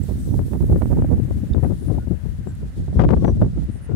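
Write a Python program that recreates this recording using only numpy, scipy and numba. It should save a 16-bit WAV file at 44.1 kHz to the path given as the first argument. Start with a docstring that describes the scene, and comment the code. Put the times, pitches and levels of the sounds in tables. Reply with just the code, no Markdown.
"""Gusty wind on a handheld microphone

Wind buffets the two ports of a microphone in a garden, each port on its own: filtered noise makes a deep rumble
that turns sharper whenever a fast eddy strikes, with pressure spikes, crackle and a little overload.
Behind it lie the hiss of hedges and far traffic (shaped noise), thin faint chirps and squeaks (gliding tones
blurred with narrow noise), and a few small clicks (short bursts of resonant noise)."""
import sys
import numpy as np
from scipy import signal
from scipy.fft import rfft, irfft
from scipy.io import wavfile
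from scipy.ndimage import uniform_filter1d
from numba import njit

SR = 44100
rng = np.random.default_rng(int(sys.argv[2]) if len(sys.argv) > 2 else 0)


def log_audio(samples):
    """Write samples as a 16-bit WAV file to the path given in sys.argv[1]."""
    # one column per channel
    frames = np.atleast_2d(samples).T
    # limit to full scale, then quantise
    limited = np.clip(frames, -1, 1)
    pcm = np.round(limited * 32767).astype(np.int16)
    wavfile.write(sys.argv[1], SR, pcm)


N = 174195  # length in samples


def undb(db):
    """Turn decibels into a plain ratio."""
    return 10 ** (np.asarray(db) / 20)


def unit(x):
    """Scale a signal to an rms of 1."""
    return x / np.sqrt(np.mean(x ** 2))


def curve(table, index):
    """One column of a table, joined by straight lines in time."""
    a = np.array(table, float)
    return np.interp(np.arange(N) / SR, a[:, 0], a[:, index])


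@njit
def svf(x, hz, k):
    """State-variable filter with moving centre and damping k; rows are low, band and high."""
    y, b, l = np.empty((3, len(x))), 0., 0.
    for i in range(len(x)):
        g = np.tan(np.pi * hz[i] / SR)
        v = (b + g * (x[i] - l)) / (1 + g * (g + k))
        low = l + g * v
        y[0, i] = low
        y[1, i] = k * v
        y[2, i] = x[i] - k * v - low
        b, l = 2 * v - b, 2 * low - l
    return y


def steady_svf(x, hz, k):
    """The same filter with its centre held still."""
    return svf(x, np.full(len(x), float(hz)), k)


def walk(hz):
    """Smooth random wander up to about hz, rms 1: noise averaged twice over a sliding window."""
    window = max(int(SR / hz), 1)
    once = uniform_filter1d(rng.standard_normal(N), window)
    return unit(uniform_filter1d(once, window))


def coloured(points):
    """Noise shaped to a spectrum of (pitch_hz, level_db) points, silent below the first, rms 1."""
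    a = np.array(points, float)
    f = np.maximum(np.arange(N // 2 + 1) * SR / N, 1)
    shape_db = np.interp(np.log(f), np.log(a[:, 0]), a[:, 1])
    spectrum = rfft(rng.standard_normal(N)) * undb(shape_db) * (f > a[0, 0])
    return unit(irfft(spectrum, N))


def eddy_strength(eddies):
    """Strength in dB of the strongest eddy at each moment; each rises faster than it falls."""
    rise_share = 0.45  # rise time as a share of the fall time
    t, eddy_db = np.arange(N) / SR, np.zeros(N)
    for at, db, fall_ms in eddies:
        width_ms = fall_ms * np.where(t < at, rise_share, 1)
        bump = db * np.exp(-((t - at) * 1000 / width_ms) ** 2)
        eddy_db = np.maximum(eddy_db, bump)
    return eddy_db


def swirling_air():
    """Raw turbulence: noise weaker toward the treble, through the microphone's resonant low end, rms 1."""
    mic_low_hz, mic_q = 56, 0.88
    even, even_s = 0.9, 0.045  # how far slow chance swells are ironed out (0-1), and over what time
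    f = np.maximum(np.arange(N // 2 + 1) * SR / N, 20)
    swirl = irfft(rfft(rng.standard_normal(N)) / f, N)
    swirl = unit(steady_svf(swirl, mic_low_hz, 1 / mic_q)[2])
    swell = uniform_filter1d(abs(swirl), int(even_s * SR))
    return unit(swirl / swell ** even)


def buffeting(gust_db, eddy_db):
    """Turbulence at one port: faster air moves the spectral edge up, and gusts and eddies swell the rumble."""
    slack_db, gust_edge = -33, 0.43  # gust level of slack air; speed gained per dB above it
    whip_db, whip_hz = 6, 168  # quick jitter of the air speed
    calm_hz, edge_per_db = 179.6, 0.3779  # edge in slack air; dB the edge climbs per dB of speed
    skirt_db, skirt_edge = -15.5, 1.83  # weaker fine turbulence reaching past the edge
    rumble_db, swell_per_db = 1.5, 0.139  # base level; dB of swell per dB of eddy
    flutter_db, flutter_hz = 2.0, 45.4  # random flutter of the level

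    speed_db = np.maximum(eddy_db, gust_edge * (gust_db - slack_db)) + whip_db * walk(whip_hz)
    edge_hz = np.clip(calm_hz * undb(edge_per_db * speed_db), 20, 1100)
    swirl = swirling_air()
    body = svf(swirl, edge_hz, np.sqrt(2))[0]
    skirt = svf(swirl, skirt_edge * edge_hz, 0.44)[1]
    air = svf(body + undb(skirt_db) * skirt, skirt_edge * edge_hz, np.sqrt(2))[0]
    level_db = rumble_db + gust_db + swell_per_db * eddy_db + flutter_db * walk(flutter_hz)
    return air * undb(level_db)


def background():
    """Hedges hiss, brighter at first, and traffic drones far off; mostly unrelated at the two ports."""
    # overall level of the hiss, before its flutter and sheen: start_s, left_db, right_db
    hiss_levels = [(0.0, -57.5, -58.5), (0.44, -56.5, -63), (0.88, -59, -65), (1.32, -61, -62.5),
                   (1.76, -58.5, -59.5), (2.19, -61, -63.5), (2.63, -60, -61), (3.07, -57, -58.5),
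                   (3.51, -58.5, -60), (3.95, -62, -63)]
    # tone of the hedges, relative: pitch_hz, level_db
    hedge_tone = [(2000, -12), (3500, 3.5), (5500, -1.5), (8000, -1), (10000, -1), (12000, -5.5),
                  (13500, -6.5), (15500, -6)]
    # tone of the traffic, relative: pitch_hz, level_db
    traffic_tone = [(200, -18.5), (500, 0.5), (1100, -9.5), (1600, -6), (2020, -7.5), (2250, -12.5),
                    (3000, -14.5), (5000, -70)]
    # boost or cut of the hiss above the bright edge: start_s, level_db
    sheen = [(0, 5.5), (.8, 12), (1.5, 1), (2.2, 0), (3, -13), (3.95, -25)]
    sheen_hz, traffic_db = 11400, -56

    shared, out = coloured(traffic_tone), []
    for c in range(2):
        low, _, high = steady_svf(coloured(hedge_tone), sheen_hz, np.sqrt(2))
        # the two halves are in opposite phase, so they join by subtraction
        hiss = low - high * undb(curve(sheen, index=1))
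        hiss = hiss * undb(curve(hiss_levels, index=c + 1) + 1.8 * walk(36))
        traffic = coloured(traffic_tone) + 0.35 * shared
        out.append(hiss + traffic * undb(traffic_db + 1.9 * walk(8.1)))
    return np.array(out)


def chirps():
    """Short gliding notes, scattered on the way so that each port hears its own flutter."""
    # one note per row: start_s, length_s, start_hz, end_hz, level_db, breadth_hz
    notes = [(.03, 0.011, 7850, 7550, -47, 300), (.17, 0.11, 8300, 8200, -54, 500),
             (.15, 0.23, 5900, 5760, -64, 200), (.83, .07, 8300, 8300, -64, 150),
             (1.6, 0.116, 10600, 10400, -64, 200), (1.74, 0.11, 9200, 9200, -63, 150),
             (1.77, 0.16, 9700, 9660, -58.5, 100), (1.99, 0.056, 1440, 1445, -57.5, 25),
             (2.47, 0.047, 7560, 7700, -58.5, 200), (2.48, 0.053, 1560, 1530, -59, 25),
             (3.176, 0.098, 5750, 5850, -64, 80.5), (3.17, 0.16, 1105, 1094, -57.5, 25),
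             (3.25, 0.069, 5915, 5885, -58.5, 30), (3.7, 0.098, 9100, 8900, -58.5, 700),
             (3.72, .09, 10600, 10700, -68, 200), (3.81, 0.061, 9600, 9500, -56, 500),
             (3.87, 0.099, 1430, 1405, -60, 25)]
    out = np.zeros((2, N))
    for at, length, start_hz, end_hz, db, width_hz in notes:
        i = int(at * SR)
        n = min(int(length * SR), N - i)
        hz = np.linspace(start_hz, end_hz, n)
        fade = np.sin(np.linspace(0, np.pi, n)) ** .5
        tone = np.sqrt(2) * np.sin(2 * np.pi * np.cumsum(hz) / SR)
        clear = np.exp(-width_hz / 150)  # share of pure tone: the broader the note, the less
        for c in range(2):
            blur = unit(svf(rng.standard_normal(n), hz, width_hz / start_hz)[1])
            note = clear * tone + np.sqrt(1 - clear ** 2) * blur
            out[c, i:i + n] += undb(db) * fade * note
    return out


def pops(rows):
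    """Single cusps of pressure, pushing or sucking at random, each with its own width."""
    fall_s, round_s = .0006, .00009  # typical fall time of the spike; rounding of its tip
    sharp_db, blunting = -22, 1.15  # spikes weaker than this get rounder tips, dB per dB
    edge_hz = 1800  # band in which the peak level is set
    out, t = np.zeros(N), np.arange(-SR // 100, SR // 100) / SR
    for at, db in rows:
        way, wide = rng.standard_normal(2)
        tip_s = round_s * undb(blunting * max(sharp_db - db, 0))
        cusp = np.exp(-np.hypot(t, tip_s) / (fall_s * undb(2 * wide)))
        edge_peak = abs(steady_svf(cusp, edge_hz, np.sqrt(2))[1]).max()
        i = int(at * SR) - SR // 100
        out[i:i + len(t)] += np.sign(way) * cusp * undb(db) / edge_peak
    return out


def crackle(eddy_db):
    """Dense random kinks, softened by a low-pass, that grow out of the strongest eddies."""
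    from_db, level_db = 35.5, -37  # eddy strength at which the kinks have this level
    kinks_per_s, soften_hz = 1300, 1150
    hits = (rng.random(N) < kinks_per_s / SR) * rng.standard_normal(N)
    kinks = unit(steady_svf(hits, soften_hz, 2.)[0])
    growth_db = np.clip(2 * (eddy_db - from_db), -80, 10)
    return kinks * undb(level_db + growth_db)


def clicks():
    """Tiny ticks: a burst of noise passed twice through one broad resonance."""
    # one tick per row: start_s, centre_hz, breadth_hz, peak_db (midway between ports), left_minus_right_db
    ticks = [(1.534, 3660, 350, -40.5, 4), (1.534, 4800, 900, -49, 4), (1.641, 10400, 2500, -45, 21),
             (2.552, 8500, 6000, -48, 15), (3.641, 11700, 2000, -53, 10)]
    decay_s = .002
    out, n = np.zeros((2, N)), SR // 50
    for at, hz, width_hz, db, pan_db in ticks:
        tick = rng.standard_normal(n) * np.exp(-np.arange(n) / SR / decay_s)
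        for _ in range(2):
            tick = steady_svf(tick, hz, width_hz / hz)[1]
        i = int(at * SR)
        port_db = db + np.array([[pan_db], [-pan_db]]) / 2
        out[:, i:i + n] += tick / abs(tick).max() * undb(port_db)
    return out


def scene():
    """Wind at each port over the quiet garden."""
    # rumble of the gusts, before swell and flutter: start_s, left_db, right_db
    gusts = [(0.0, -28.5, -16), (0.195, -24.5, -21.5), (0.249, -22, -24.5), (0.334, -23, -13),
             (0.399, -13.4, -20.5), (0.489, -30.5, -20.5), (0.559, -18.5, -22.5), (0.589, -43, -19),
             (0.629, -14, -13.5), (0.668, -25, -13.5), (0.718, -8.5, -14), (0.788, -16, -16.5),
             (0.823, -23, -17), (0.893, -22, -14.5), (0.998, -16, -15.5), (1.068, -20, -17),
             (1.102, -26.5, -11.5), (1.152, -11.5, -17.5), (1.207, -16, -31), (1.282, -20.5, -23.5),
             (1.332, -17, -25.2), (1.372, -17, -20), (1.462, -24, -31.5), (1.512, -26.5, -13),
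             (1.561, -17, -31.5), (1.661, -16.5, -24.5), (1.811, -25.5, -30.5), (1.891, -14, -29.5),
             (2.03, -27, -23.5), (2.125, -15.5, -40), (2.205, -30.5, -40), (2.25, -20, -33),
             (2.589, -29.5, -25), (2.634, -25, -22.5), (2.739, -32.5, -32.5), (2.784, -20.5, -22.5),
             (2.933, -27, -22), (2.968, -8, -21.5), (3.023, -19.5, -18), (3.083, -14.9, -13),
             (3.133, -13, -20), (3.198, -16, -18.5), (3.278, -16, -20), (3.387, -17.5, -18),
             (3.422, -14, -11), (3.507, -23.5, -24), (3.632, -27, -18), (3.672, -22.5, -31),
             (3.861, -28.5, -35.5), (3.946, -16.5, -21.5)]
    # fast eddies, a list for the left port then one for the right: peak_s, strength_db, fall_ms
    eddies = [
        [(0.275, 18, 12), (0.393, 23, 13.5), (0.557, 21, 12), (0.622, 14, 18), (0.7, 27, 17), (0.73, 11.5, 17),
         (0.762, 25, 7.9), (0.975, 20.5, 33), (1.027, 28.5, 14), (1.048, 24, 11), (1.199, 13.5, 23),
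         (1.309, 19, 10.5), (1.372, 14, 15), (1.553, 28, 46), (1.636, 32.5, 35), (1.709, 24, 44),
         (1.822, 19.5, 28), (1.9, 18.5, 72), (1.86, 17.5, 23), (1.95, 29, 29), (1.98, 29, 16), (2.075, 18, 24),
         (2.117, 17, 35), (2.254, 22, 13), (2.472, 22, 32), (2.998, 59, 19.5), (3.014, 42.5, 25),
         (3.039, 41, 24), (3.091, 42, 7), (3.108, 40, 26), (3.128, 35.5, 23), (3.227, 30.5, 9.9),
         (3.246, 38.5, 15), (3.283, 35, 31), (3.419, 36, 11.6), (3.572, 25, 34), (3.692, 20.5, 10),
         (3.895, 24, 15), (3.925, 18.5, 77)],
        [(0.095, 25, 27), (0.207, 13.5, 30), (0.341, 24.5, 6), (0.535, 29, 42), (0.606, 31.5, 11),
         (0.71, 22, 27), (0.822, 37, 27.3), (0.916, 27.5, 40), (0.992, 29, 16), (1.128, 26.5, 48),
         (1.497, 8, 14), (1.663, 30, 20), (2.785, 15, 16), (2.882, 30, 8.8), (2.931, 17.1, 16),
         (2.975, 28.5, 10.4), (3.079, 21, 58), (3.168, 30.5, 20), (3.226, 29.5, 32), (3.29, 23.5, 24),
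         (3.43, 28, 37)],
    ]
    # sharp pressure spikes, left port then right port: peak_s, edge_band_peak_db
    spikes = [
        [(0.3928, -20.5), (0.6993, -34), (0.7612, -24), (1.0224, -20.5), (1.5477, -22), (1.636, -28),
         (2.4724, -26), (2.9965, -11.5), (3.0113, -20), (3.016, -16), (3.035, -27), (3.039, -13),
         (3.046, -16.5), (3.0515, -12), (3.0906, -12.5), (3.1285, -24), (3.2478, -20.5), (3.281, -18),
         (3.416, -25), (3.4219, -21.5), (3.9196, -28.5)],
        [(0.3416, -27.5), (0.5346, -22.5), (0.6059, -31.5), (0.8202, -19), (0.8575, -24), (0.9195, -52),
         (0.9473, -33), (0.9928, -33), (3.4496, -28.5)],
    ]

    wind = []
    for c in range(2):
        eddy_db = eddy_strength(eddies[c])
        rumble = buffeting(curve(gusts, index=c + 1), eddy_db)
        wind.append(rumble + pops(spikes[c]) + crackle(eddy_db))
    return np.array(wind) + background() + chirps() + clicks()


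def record(dry):
    """The input cuts the deepest bass, softly clips the biggest swings and loses the top."""
    cut_hz, ceiling, top_hz = 51.9, .75, 15640
    x = signal.sosfilt(signal.butter(4, cut_hz, "high", fs=SR, output="sos"), dry)
    x = x / (1 + abs(x / ceiling) ** 5) ** (1 / 5)
    return signal.sosfilt(signal.ellip(12, .2, 70, top_hz, fs=SR, output="sos"), x)


dry = scene()
out = record(dry)
log_audio(out)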